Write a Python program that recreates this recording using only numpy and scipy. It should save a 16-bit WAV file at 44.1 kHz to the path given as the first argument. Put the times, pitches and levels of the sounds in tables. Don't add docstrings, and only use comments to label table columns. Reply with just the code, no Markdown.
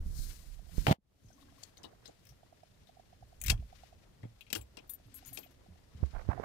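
import sys
import numpy as np
from scipy import signal
from scipy.fft import rfft, irfft
from scipy.io import wavfile

SR = 44100
rng = np.random.default_rng(int(sys.argv[2]) if len(sys.argv) > 2 else 0)


def inscribe(sig):
    pcm = np.round(np.clip(np.atleast_2d(sig).T, -1, 1) * 32767)
    wavfile.write(sys.argv[1], SR, pcm.astype(np.int16))


def volts_from_db(level):
    exponent = np.asarray(level, float) / 20
    return 10 ** exponent


N = 284170


def rms_one(x):
    return x / np.sqrt(np.mean(x ** 2) + 1e-20)


def peak_one(x):
    return x / np.max(np.abs(x))


def at_hz(points, hz):
    points_hz, level_db = np.transpose(points)
    return np.interp(np.log(hz), np.log(points_hz), level_db)


def coloured(x, spectrum):
    hz = np.maximum(np.fft.rfftfreq(N, 1 / SR), 1)
    return rms_one(irfft(rfft(x) * volts_from_db(at_hz(spectrum, hz)), N))


def flicker(rate_hz, depth_db):
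    knots = rng.standard_normal(int(N / SR * 400))
    wander = np.interp(np.arange(N) / SR * rate_hz, np.arange(len(knots)), knots)
    return rms_one(volts_from_db(depth_db * wander))


def stroke(start_s, hold_s, level_db, rise, fall):
    out = np.zeros(N)
    first = max(int((start_s - 90 / rise) * SR), 0)
    last = int((start_s + hold_s + 90 / fall) * SR)
    t = np.arange(first, min(last, N)) / SR
    before = np.maximum(start_s - t, 0)
    after = np.maximum(t - start_s - hold_s, 0)
    out[first:last] = volts_from_db(level_db - rise * before - fall * after)
    return out


def ring(force, hz, t60):
    r, w = volts_from_db(-60 / (t60 * SR)), 2 * np.pi * hz / SR
    return signal.lfilter([0, np.sin(w)], [1, -2 * r * np.cos(w), r * r], force)


def band(x, low_hz, high_hz):
    return signal.sosfilt(signal.butter(2, [low_hz, high_hz], "band", fs=SR, output="sos"), x)


def add(out, start_s, x):
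    i = int(start_s * SR)
    out[..., i:i + x.shape[-1]] += x[..., :N - i]


def sides(pan_db):
    ratio = volts_from_db(pan_db)
    return np.array([2 * ratio / (1 + ratio), 2 / (1 + ratio)])


def gain_control():
    t = np.arange(N) / SR - 0.93
    attack_s, recovery_s = 0.024, 0.11
    recovery = np.exp(-np.maximum(t - attack_s, 0) / recovery_s)
    return volts_from_db(-38 * np.clip(t / attack_s, 0, 1) * recovery)


def cabin(x):
    t = np.arange(int(.2 * SR)) / SR
    echoes = rng.standard_normal(len(t)) * volts_from_db(-60 * t / .07) * (t > .003)
    return x + volts_from_db(-11) * signal.fftconvolve(x, echoes / np.sqrt(np.sum(echoes ** 2)))[:N]


def covered_port(x):
    port_hz, width_hz = 700, 450
    r, w = np.exp(-np.pi * width_hz / SR), 2 * np.pi * port_hz / SR
    a = [1, -2 * r * np.cos(w), r * r]
    cavity = signal.lfilter([sum(a)], a, x)
    return np.array([x, signal.lfilter([1 - r], [1, -r], cavity)])


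def late_right(pair):
    return np.array([pair[0], np.pad(pair[1], (15, 0), "edge")[:N]])


# hz, level_db [dB per Hz]
HISS_SPECTRUM = [(120, -33.5), (200, 3), (300, -8), (606, -3.5), (1090, -18), (3500, -16), (15000, -24.5),
                 (16500, -35.5)]


def hiss():
    return coloured(rng.standard_normal((2, N)), HISS_SPECTRUM) * volts_from_db(-72) * gain_control()


# start_s, hold_s, level_db
HUM_SWELLS = [
    (0, 0.26, -73),
    (1.37, 0.07, -68),
    (5.14, 0.27, -68.5),
    (6.18, 0.27, -79.5),
]


def hum():
    swell = volts_from_db(-86.5) + sum(stroke(*row, 74.5, 74.5) for row in HUM_SWELLS)
    hz, t60_s = 278.4, .035
    once = ring(rng.standard_normal(N), hz, t60_s)
    return rms_one(ring(once, hz, t60_s)) * swell


# time_s, boom_db, left_right_db
GRIP_COURSE = [(0.0, -36, -1), (0.45, -60, -7), (0.75, -56.5, -19), (0.9, -69.5, 4), (1.02, -85.5, 1.5),
               (1.29, -70, -1), (2.55, -80, -2), (3.35, -68, -2), (3.53, -37, -2.5), (3.71, -65, -1),
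               (4.2, -71, 0), (5.92, -71, -3), (6.22, -66, -10.5), (6.44, -58.5, -20)]
# hz, level_db [dB per Hz]
DEEP_BOOM = [(12, -1.5), (25, 8), (45, 12.5), (75, 7), (110, -35), (200, -57.5)]
# hz, level_db [dB per Hz]
UPPER_BOOM_SPECTRUM = [(50, -23.5), (85, 5), (130, 1.5), (200, -6.5), (300, -17.5), (500, -25),
                       (1000, -70.5)]


def grip():
    time_s, boom_db, left_right_db = np.transpose(GRIP_COURSE)
    deep_db = np.interp(np.arange(N) / SR, time_s, boom_db)
    pan_db = np.interp(np.arange(N) / SR, time_s, left_right_db)
    shaken = sum(stroke(s, 0.004, db - 24, 404.5, 300) for s, db, *_ in CASING_BLOWS + FINGER_PRESSES)
    shared, own = rng.standard_normal(N), rng.standard_normal((2, N))
    deep = coloured(shared + 0.13 * own, DEEP_BOOM) * flicker(14, 2.0) * volts_from_db(deep_db + 2.5)
    upper_gain = volts_from_db(deep_db - 13.5) + volts_from_db(-68.5) + shaken
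    upper = coloured(shared + 0.83 * own, UPPER_BOOM_SPECTRUM) * flicker(22, 2.5) * upper_gain
    return (deep + upper * gain_control()) * sides(pan_db)


# start_s, hold_s, rub_db, left_right_db
SKIN_MOVES = [(0.0, 0.032, -75, 1), (0.13, 0.19, -77, 12), (0.74, 0.15, -77, -3.5),
              (1.423, 0.29, -82.5, 5.5), (1.808, 0.043, -65, -7), (2.04, 0.017, -70.5, -7),
              (3.133, 0.13, -87, -9), (3.706, 0.057, -87, 7), (4.066, 0.06, -74, 6.5),
              (4.767, 0.022, -71.5, 2), (5.5, 0.53, -84.5, 5.5), (6.028, 0.02, -67, -2.5),
              (6.284, .2, -59.5, -26)]
# hz, level_db [dB per Hz]
RUB_SPECTRUM = [(120, -36.5), (200, -10), (342, -1), (687, -7), (2040, -15.5), (2910, -46), (7000, -49.5),
                (15400, -110)]


def skin():
    moves = sum(stroke(s, hold, db, 211, 156.5) * sides(pan_db)[:, None]
                for s, hold, db, pan_db in SKIN_MOVES)
    grains = rng.standard_normal((2, N)) * flicker(400, 3.5) * flicker(60, 2.5)
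    return coloured(grains, RUB_SPECTRUM) * volts_from_db(1.5) * (volts_from_db(-77) + moves)


# start_s, peak_db
MOTOR_STEPS = [(0.439, -63), (0.591, -55), (0.666, -63), (0.692, -56.5), (1.303, -56.5), (1.523, -61),
               (1.628, -56), (1.932, -54.5), (2.094, -52), (2.322, -62.5), (2.431, -53), (2.525, -52),
               (2.632, -49.5), (2.892, -52.5), (2.969, -52.5), (2.995, -49), (3.127, -52.5), (3.225, -48),
               (3.326, -54), (3.429, -57), (3.526, -42), (3.624, -55.5), (3.726, -49), (3.834, -47.5),
               (3.926, -51), (4.036, -62.5), (4.998, -61), (5.226, -54.5), (5.323, -53), (5.46, -54.5),
               (5.661, -58.5), (5.756, -61)]


def ticks():
    out, t = np.zeros((2, N)), np.arange(1200) / SR
    for (s, db), (detune, soft) in zip(MOTOR_STEPS, rng.random((len(MOTOR_STEPS), 2))):
        rise_s = 0.002 + 0.0053 * soft
        decay = np.exp(-(np.maximum(t - rise_s, 0) / 0.0043) ** 2)
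        shape = np.minimum(t / rise_s, 1) ** 2 * decay
        hz = 680 + 60 * detune
        add(out, s - rise_s / 2, volts_from_db(db) * shape * np.sin(2 * np.pi * hz * t) * sides(-14)[:, None])
    return out


# start_s, hold_s, dull_db, bright_db
SLEEVE_STROKES = [(0.183, 0.067, -74, -53), (0.295, 0.038, -64, -58), (0.367, 0.17, -74.5, -66),
                  (0.784, 0.13, -59.5, -55), (1.251, 0.057, -90.5, -76), (1.411, 0.016, -76.5, -73),
                  (1.596, 0.073, -71, -70), (2.082, 0.024, -76, -93), (2.28, 0.015, -77.5, -76),
                  (3.29, 0.4, -91, -83), (3.767, 0.1, -69.5, -77), (5.164, 0.26, -67.5, -77),
                  (5.974, .5, -72.5, -85.5)]
# hz, level_db [dB per Hz]
DULL_RUSTLE = [(470, -23.5), (800, -26.5), (924, -7), (1760, -1), (1920, -1), (3450, -2), (5570, -4),
               (14000, -24.5)]
# hz, level_db [dB per Hz]
BRIGHT_SWISH = [(880, -36.5), (1500, -4), (1610, -8.5), (3030, -10.5), (4130, 5), (14600, 1), (16000, -4.5),
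                (16500, -22.5)]


def rustle():
    shapes = np.array([stroke(s, hold, 0, 145.5, 256) for s, hold, *_ in SLEEVE_STROKES])
    rest = volts_from_db([[-75.5], [-88.5]])
    dull_gain, bright_gain = volts_from_db(np.transpose(SLEEVE_STROKES)[2:]) @ shapes + rest
    dull = coloured(rng.standard_normal(N) * flicker(99, 2.8), DULL_RUSTLE)
    bright = coloured(rng.standard_normal(N) * flicker(71, 1.4), BRIGHT_SWISH)
    return volts_from_db(3) * (dull * dull_gain + bright * bright_gain)


# start_s, peak_db, ring_hz, t60_s
CASING_BLOWS = [(0.882, -17.5, 132.4, 0.051), (.91, -14.5, 140.3, 0.037), (.984, -62, 200, .05),
                (1.246, -51, 116, 0.053), (2.29, -57.5, 58, 0.39), (2.3, -58, 119, 0.13),
                (3.208, -55.5, 115.5, 0.36), (3.23, -55, 61.4, 0.28), (3.486, -29, 71, 0.18),
                (3.502, -22.5, 70.3, 0.084), (3.524, -29, 112.8, 0.18), (3.595, -34.5, 59, 0.25),
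                (4.234, -39.5, 114.3, 0.24), (4.253, -37.5, 147.5, 0.017), (4.562, -45, 101, 0.28),
                (4.591, -45, 63.6, 0.32), (5.06, -53.5, 111, 0.23), (5.31, -52.5, 109.4, 0.2),
                (5.685, -51, 181.4, 0.2), (5.701, -51.5, 82.3, 0.39), (5.949, -44.5, 77.4, 0.43)]
# start_s, peak_db,
# ring_hz, t60_s, edge_hz
FINGER_PRESSES = [(0.06, -36, 31, 1, 120), (0.19, -34, 30.3, 0.24, 120), (0.47, -44, 33.6, 1, 120),
                  (6.151, -34.5, 30.2, 0.23, 120), (0.781, -21, 38.4, 0.13, 360),
                  (.8678, -26, 664, 0.023, 2480), (6.008, -53, 41.5, 0.11, 900),
                  (6.029, -23, 65, 0.14, 320), (6.036, -35.5, 513, 0.011, 1530),
                  (6.134, -40.5, 69, 0.41, 150), (6.289, -19, 66.4, 0.056, 497),
                  (6.377, -38, 718, 0.057, 1210), (6.398, -30, 440, 0.018, 850)]


def thumps():
    out, t = np.zeros((2, N)), np.arange(12000) / SR
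    blows = [(*row, max(270 + 11 * row[1], 2.47 * row[2]), -2.5) for row in CASING_BLOWS]
    presses = [(*row, -30) for row in FINGER_PRESSES]
    for s, db, hz, t60, edge_hz, pan_db in blows + presses:
        swing = volts_from_db(-60 * t / t60) * np.cos(2 * np.pi * hz * t)
        soft = signal.sosfilt(signal.butter(2, edge_hz, fs=SR, output="sos"), swing)
        pull = -1 if s < 1 else 1
        add(out, s, pull * volts_from_db(db) * peak_one(soft) * sides(pan_db)[:, None])
    return out


# start_s, hold_s, rub_db
PORT_SLIPS = [
    (6.142, 0.0093, -51.5),
    (6.161, 0.022, -53),
    (6.193, 0.026, -53.5),
    (6.299, 0.036, -44.5),
    (6.362, 0.0098, -53),
    (6.405, 0.026, -62),
    (6.437, .03, -43),
]
# hz, level_db [dB per Hz]
SLIP_SPECTRUM = [(150, 1), (250, -7), (480, -3), (669, 4), (1430, -4), (2240, -14), (3000, -29),
                 (7800, -42.5)]


def slide():
    moves = sum(stroke(*row, 1205, 900) for row in PORT_SLIPS)
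    grains = rng.standard_normal((2, N)) * flicker(300, 4.5) * flicker(60, 3.5)
    return coloured(grains, SLIP_SPECTRUM) * moves * sides(-21)[:, None]


# start_s, peak_db
SCRAPE_CATCHES = [
    (0.8685, -29),
    (0.881, -24),
    (0.912, -27),
]
# hz, level_db [dB per Hz]
SCRAPE_SPECTRUM = [(40, -28.5), (147, -5), (334, -15.5), (759, -7.5), (1330, -19), (3180, -23.5),
                   (9300, -42), (14500, -38.5)]
# hz, left_right_db
SCRAPE_BALANCE = [(60, -6), (200, -6), (380, -6.5), (700, -15.5), (1290, 2), (2380, 19), (4400, 40.5)]


def scrape():
    grit = (rng.standard_normal(N) + .5 * rng.standard_normal((2, N))) * flicker(250, 2.5)
    hz, tone_db = np.transpose(SCRAPE_SPECTRUM)
    shares = sides(at_hz(SCRAPE_BALANCE, hz))
    pair = [coloured(g, np.c_[hz, tone_db + 20 * np.log10(share)]) for g, share in zip(grit, shares)]
    t, start_s, end_s = np.arange(N) / SR, SCRAPE_CATCHES[0][0], 0.9277
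    drag = volts_from_db(-29.5) + sum(stroke(s, 0.00033, db, 20000, 4500) for s, db in SCRAPE_CATCHES)
    tail = stroke(end_s, 0, -41.5, 3000, 902)
    level = drag * (t > start_s - .001) * (t < end_s) + tail
    spike = -volts_from_db(-8) * np.exp(-((t - start_s) / .00012) ** 2) * [[1], [0]]
    return np.array(pair) * level * volts_from_db([[-2.5], [1.5]]) + spike


# start_s, peak_db, ring_hz, t60_s
STRUCK_PARTS = [(1.311, -67, 1520, .03), (1.378, -65, 1100, 0.043), (1.4, -65, 700, .04),
                (1.425, -62, 1090, .03), (1.483, -66, 1640, 0.054), (1.485, -68, 1080, .04),
                (1.522, -65, 1300, .02), (1.58, -62.5, 1090, .03), (1.634, -41, 4650, .006),
                (1.6355, -47, 7700, .004), (1.837, -48, 3780, 0.076), (1.839, -51.5, 2930, 0.076),
                (3.4147, -39, 10500, .004), (3.4395, -38, 14000, .005), (3.462, -39, 14500, .006),
                (3.467, -36, 5800, .008), (3.482, -39, 7300, .005), (3.4995, -25, 5060, .005),
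                (3.4975, -22, 2640, .018), (3.5005, -23, 3270, .015), (3.5005, -27, 7200, .005),
                (3.502, -27, 3700, .008), (3.502, -29, 4300, .006), (4.503, -47, 4200, .005),
                (4.528, -34, 4650, .007), (4.5285, -30.5, 7400, .007), (4.528, -25, 14200, .005),
                (4.551, -41, 7800, .004), (4.551, -35, 14200, .005), (4.531, -39, 1700, .012),
                (4.558, -38, 1550, .012), (4.612, -51, 7670, .045), (4.772, -49, 3780, 0.0055),
                (4.771, -54, 8500, .007), (4.789, -57, 5400, .01), (4.896, -53, 3660, .04),
                (4.9355, -40, 11670, .045), (4.9355, -44, 12050, 0.059), (5.157, -52, 15600, .04),
                (5.3729, -43, 3350, 0.0054), (5.3725, -54, 5000, .005), (5.388, -45, 12840, .14)]


def pins():
    out, t = np.zeros(N), np.arange(5000) / SR
    for (s, db, hz, t60), grit in zip(STRUCK_PARTS, rng.standard_normal((len(STRUCK_PARTS), len(t)))):
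        force = grit * volts_from_db(-60 * t / .015) * np.minimum(t / .0007, 1)
        part = band(ring(force, hz, t60), .6 * hz, min(1.5 * hz, 20000))
        add(out, s, volts_from_db(db + 6) * peak_one(part))
    return out


# start_s, peak_db, centre_hz, t60_s
PANEL_KNOCKS = [(1.84, -45, 500, 0.19), (2.08, -52.5, 400, 0.093), (3.504, -36.5, 495, 0.074),
                (3.512, -44.5, 916, 0.14), (4.2317, -47, 400, 0.12), (4.503, -53.5, 403, 0.073),
                (4.526, -36, 520, 0.078), (4.557, -40, 300, .07), (4.549, -39, 480, 0.2),
                (4.768, -47, 500, 0.15), (5.373, -44.5, 460, 0.13)]


def knocks():
    out, t = np.zeros(N), np.arange(7000) / SR
    for (s, db, hz, t60), grit in zip(PANEL_KNOCKS, rng.standard_normal((len(PANEL_KNOCKS), len(t)))):
        force = grit * volts_from_db(-60 * t / t60) * np.minimum(t / 0.004, 1)
        add(out, s, volts_from_db(db + 4.5) * peak_one(band(force, 0.4 * hz, 1.44 * hz)))
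    return out


# mode_hz, level_db, t60_s
KEY_MODES = [(6724, -15, .1), (6900, -7, .13), (7725, -12, .09), (8226, -7, .11), (9356, -7, .12),
             (10510, -4, .16), (11620, -4, .13), (12080, -6, .12), (12310, -7, .1), (12840, -6, .14),
             (13720, -14, .1), (14500, -12, .08), (15250, -3, .06), (15670, -1, .06)]


def nearest_key(hz):
    return min((f for f, *_ in KEY_MODES), key=lambda f: abs(f - hz))


# start_s, peak_db, lower_key_hz, upper_key_hz, chatter_s
KEY_CONTACTS = [(4.5585, -42, 12310, 12080, 0.024), (4.559, -43, 10510, 10510, .058),
                (4.609, -49, 7725, 15670, .018), (4.873, -63, 6900, 12080, .008),
                (4.8937, -35, 9356, 12080, 0.026), (4.92, -48, 10510, 12080, 0.0099),
                (4.9345, -41, 11620, 12080, 0.016), (5.062, -69.5, 9356, 11620, 0.016),
                (5.141, -42.5, 11620, 8226, .012), (5.154, -44, 6900, 11620, 0.037),
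                (5.257, -45, 12840, 12310, .03), (5.267, -46, 9356, 10510, 0.055),
                (5.276, -42.5, 6900, 12080, 0.057), (5.329, -38, 8226, 11620, .035),
                (5.345, -44.5, 8226, 10510, .055), (5.371, -46, 6900, 11620, 0.025),
                (5.3865, -38, 12840, 12840, 0.045), (5.432, -54, 6900, 12080, 0.023),
                (5.507, -61, 12840, 11620, 0.022)]


def jangle():
    out, t = np.zeros(N), np.arange(4000) / SR
    noise = rng.standard_normal((len(KEY_CONTACTS), len(t)))
    luck = rng.normal(0, 3.5, (len(KEY_CONTACTS), len(KEY_MODES)))
    for (s, db, low_hz, high_hz, lasts), grit, chance in zip(KEY_CONTACTS, noise, luck):
        force = grit ** 3 * volts_from_db(-30 * t / 0.051) * np.minimum(t / 0.00065, 1)
        bunch = sum(volts_from_db(g + c) * ring(force, f, 0.35 * d) for (f, g, d), c in zip(KEY_MODES, chance))
        front = force * volts_from_db(-30 * t / 0.016)
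        upper = ring(front, nearest_key(high_hz), 0.16)
        lower = ring(front, nearest_key(low_hz), 0.11)
        pair = upper + volts_from_db(-7.5) * lower
        clean = 1.6 if low_hz == high_hz else .4
        scratch = band(band(force, 6800, 20900), 5800, 20800)
        keys = clean * peak_one(pair) + 0.7 * peak_one(bunch) + 0.39 * peak_one(scratch)
        damped = volts_from_db(-1800 * np.maximum(t - lasts, 0))
        add(out, s, volts_from_db(db + 4.5) * damped * peak_one(keys))
    return out


# mode_hz, level_db, t60_s
HOUSING_MODES = [(1697, -8, 0.057), (2188, -5, 0.026), (2650, -10.5, 0.036), (3250, 7, 0.027),
                 (3900, 1, 0.024), (5770, 1.5, 0.017), (7350, 5, 0.0097)]
# start_s, peak_db, ring_hz, treble_db [re peak], rattle_t60_s
KEY_FUMBLES = [(1.235, -68, 6840, -15, 0.17), (1.258, -63, 7020, -20, .12), (1.285, -61, 5840, -24, 0.17),
               (1.328, -59, 6300, -16, 0.09), (1.412, -60, 3900, -10, .09), (1.629, -55, 7640, -14, .02),
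               (1.6336, -43, 4460, -6, 0.03), (1.6365, -47, 7900, -6, 0.015), (1.771, -51, 4000, -8, 0.053),
               (1.778, -53.5, 7050, -12, .05), (1.832, -48, 5400, -12, 0.046),
               (1.838, -45, 3850, -10, 0.066), (1.844, -50, 3140, -20, 0.032),
               (1.85, -48, 4060, -18, 0.048), (2.0563, -45, 4100, -12, 0.077),
               (2.077, -51, 7200, -14, 0.079), (2.2527, -63, 2600, 9, 0.034), (2.2695, -56, 5950, 4, .02),
               (2.29, -55.5, 5970, -1, 0.12), (2.871, -59.5, 3720, -9, 0.14)]
BARREL_TURN = [(3.4012, -60, 7900, -5, 0.08), (3.415, -38.5, 2500, 10, 0.059),
               (3.4383, -39.5, 1950, 9.5, 0.044), (3.447, -45, 1950, -4.5, 0.081),
               (3.462, -32.5, 2200, 3.5, 0.07), (3.482, -26, 2620, -4.5, 0.044),
               (3.496, -32, 13000, 2, 0.07), (3.5012, -19, 2640, -7, .03), (3.507, -24, 2650, -8, 0.024),
               (3.516, -34, 3250, -5, 0.032), (3.577, -58, 2650, -20, .03), (3.6, -62, 2650, -20, 0.025)]
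BARREL_RELEASE = [(4.2312, -53.5, 1950, -21.5, 0.064), (4.248, -62.5, 2210, -19.5, 0.052),
                  (4.4086, -45.5, 2780, -5, 0.066), (4.466, -58, 2580, -31, 0.11),
                  (4.5028, -42, 2700, -14, 0.058), (4.529, -25, 3000, -12, 0.026),
                  (4.534, -32.5, 3230, -12, 0.055), (4.5514, -31, 2840, -15, 0.054),
                  (4.557, -36, 1570, -2, 0.096), (4.6115, -55, 2700, -8, .06),
                  (4.7706, -44.5, 2790, -7.5, 0.047), (4.787, -50.5, 2650, -14.5, 0.079),
                  (5.249, -52.5, 6750, -18, 0.13), (5.3731, -36.5, 2650, -15, 0.068),
                  (5.431, -54, 2630, -14, 0.088), (5.467, -63.5, 2900, -8, 0.064)]


def snaps():
    out, t = np.zeros(N), np.arange(4000) / SR
    rows = KEY_FUMBLES + BARREL_TURN + BARREL_RELEASE
    noise = rng.standard_normal((len(rows), len(t)))
    luck = rng.normal(0, 2.6, (len(rows), len(HOUSING_MODES)))
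    for (s, db, hz, treble_db, t60), grit, chance in zip(rows, noise, luck):
        rise_s = .0004 + .0045 * volts_from_db(db + 14)
        after = np.maximum(t - rise_s, 0)
        decay = .64 * volts_from_db(-60 * after / t60) + .55 * volts_from_db(-60 * after / .006)
        force = grit * decay * np.minimum(t / rise_s, 1) ** 2
        body = sum(volts_from_db(g + c) * ring(force, f, d) for (f, g, d), c in zip(HOUSING_MODES, chance))
        main = ring(force, hz, 0.012)
        spread_hz = (1.27 + 1.4 * (db + 45)) * hz
        grain = band(force, 0.85 * hz, np.clip(spread_hz, 1.15 * hz, max(6500, 0.89 * hz)))
        mixed = 0.29 * peak_one(body) + 0.5 * peak_one(main) + 0.9 * peak_one(grain)
        dull = peak_one(band(mixed, 1400, 18000))
        crack = peak_one(band(force, 6000, 8600) + band(force, 10800, 18000))
        add(out, s - rise_s, volts_from_db(db + 7.5) * (dull + volts_from_db(treble_db) * crack))
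    return out


def scene():
    gain = gain_control()
    metal = cabin(snaps() + knocks() + jangle())
    ducked = gain * (covered_port(metal + rustle() * gain) + hum() + skin())
    casing = grip() + thumps() + ticks() + scrape() + slide()
    return late_right(ducked + casing + covered_port(pins()))


def low_pass(x):
    return signal.sosfilt(signal.butter(12, 16820, fs=SR, output="sos"), x)


def record(dry):
    fade_in = np.sin(np.pi / 2 * np.minimum(np.arange(N) / SR / .006, 1)) ** 2
    top_cut = signal.cheby2(10, 50, 16500, fs=SR, output="sos")
    mix = signal.sosfilt(top_cut, (dry + hiss()) * fade_in)
    return low_pass(mix)


dry = scene()
out = record(dry)
inscribe(out)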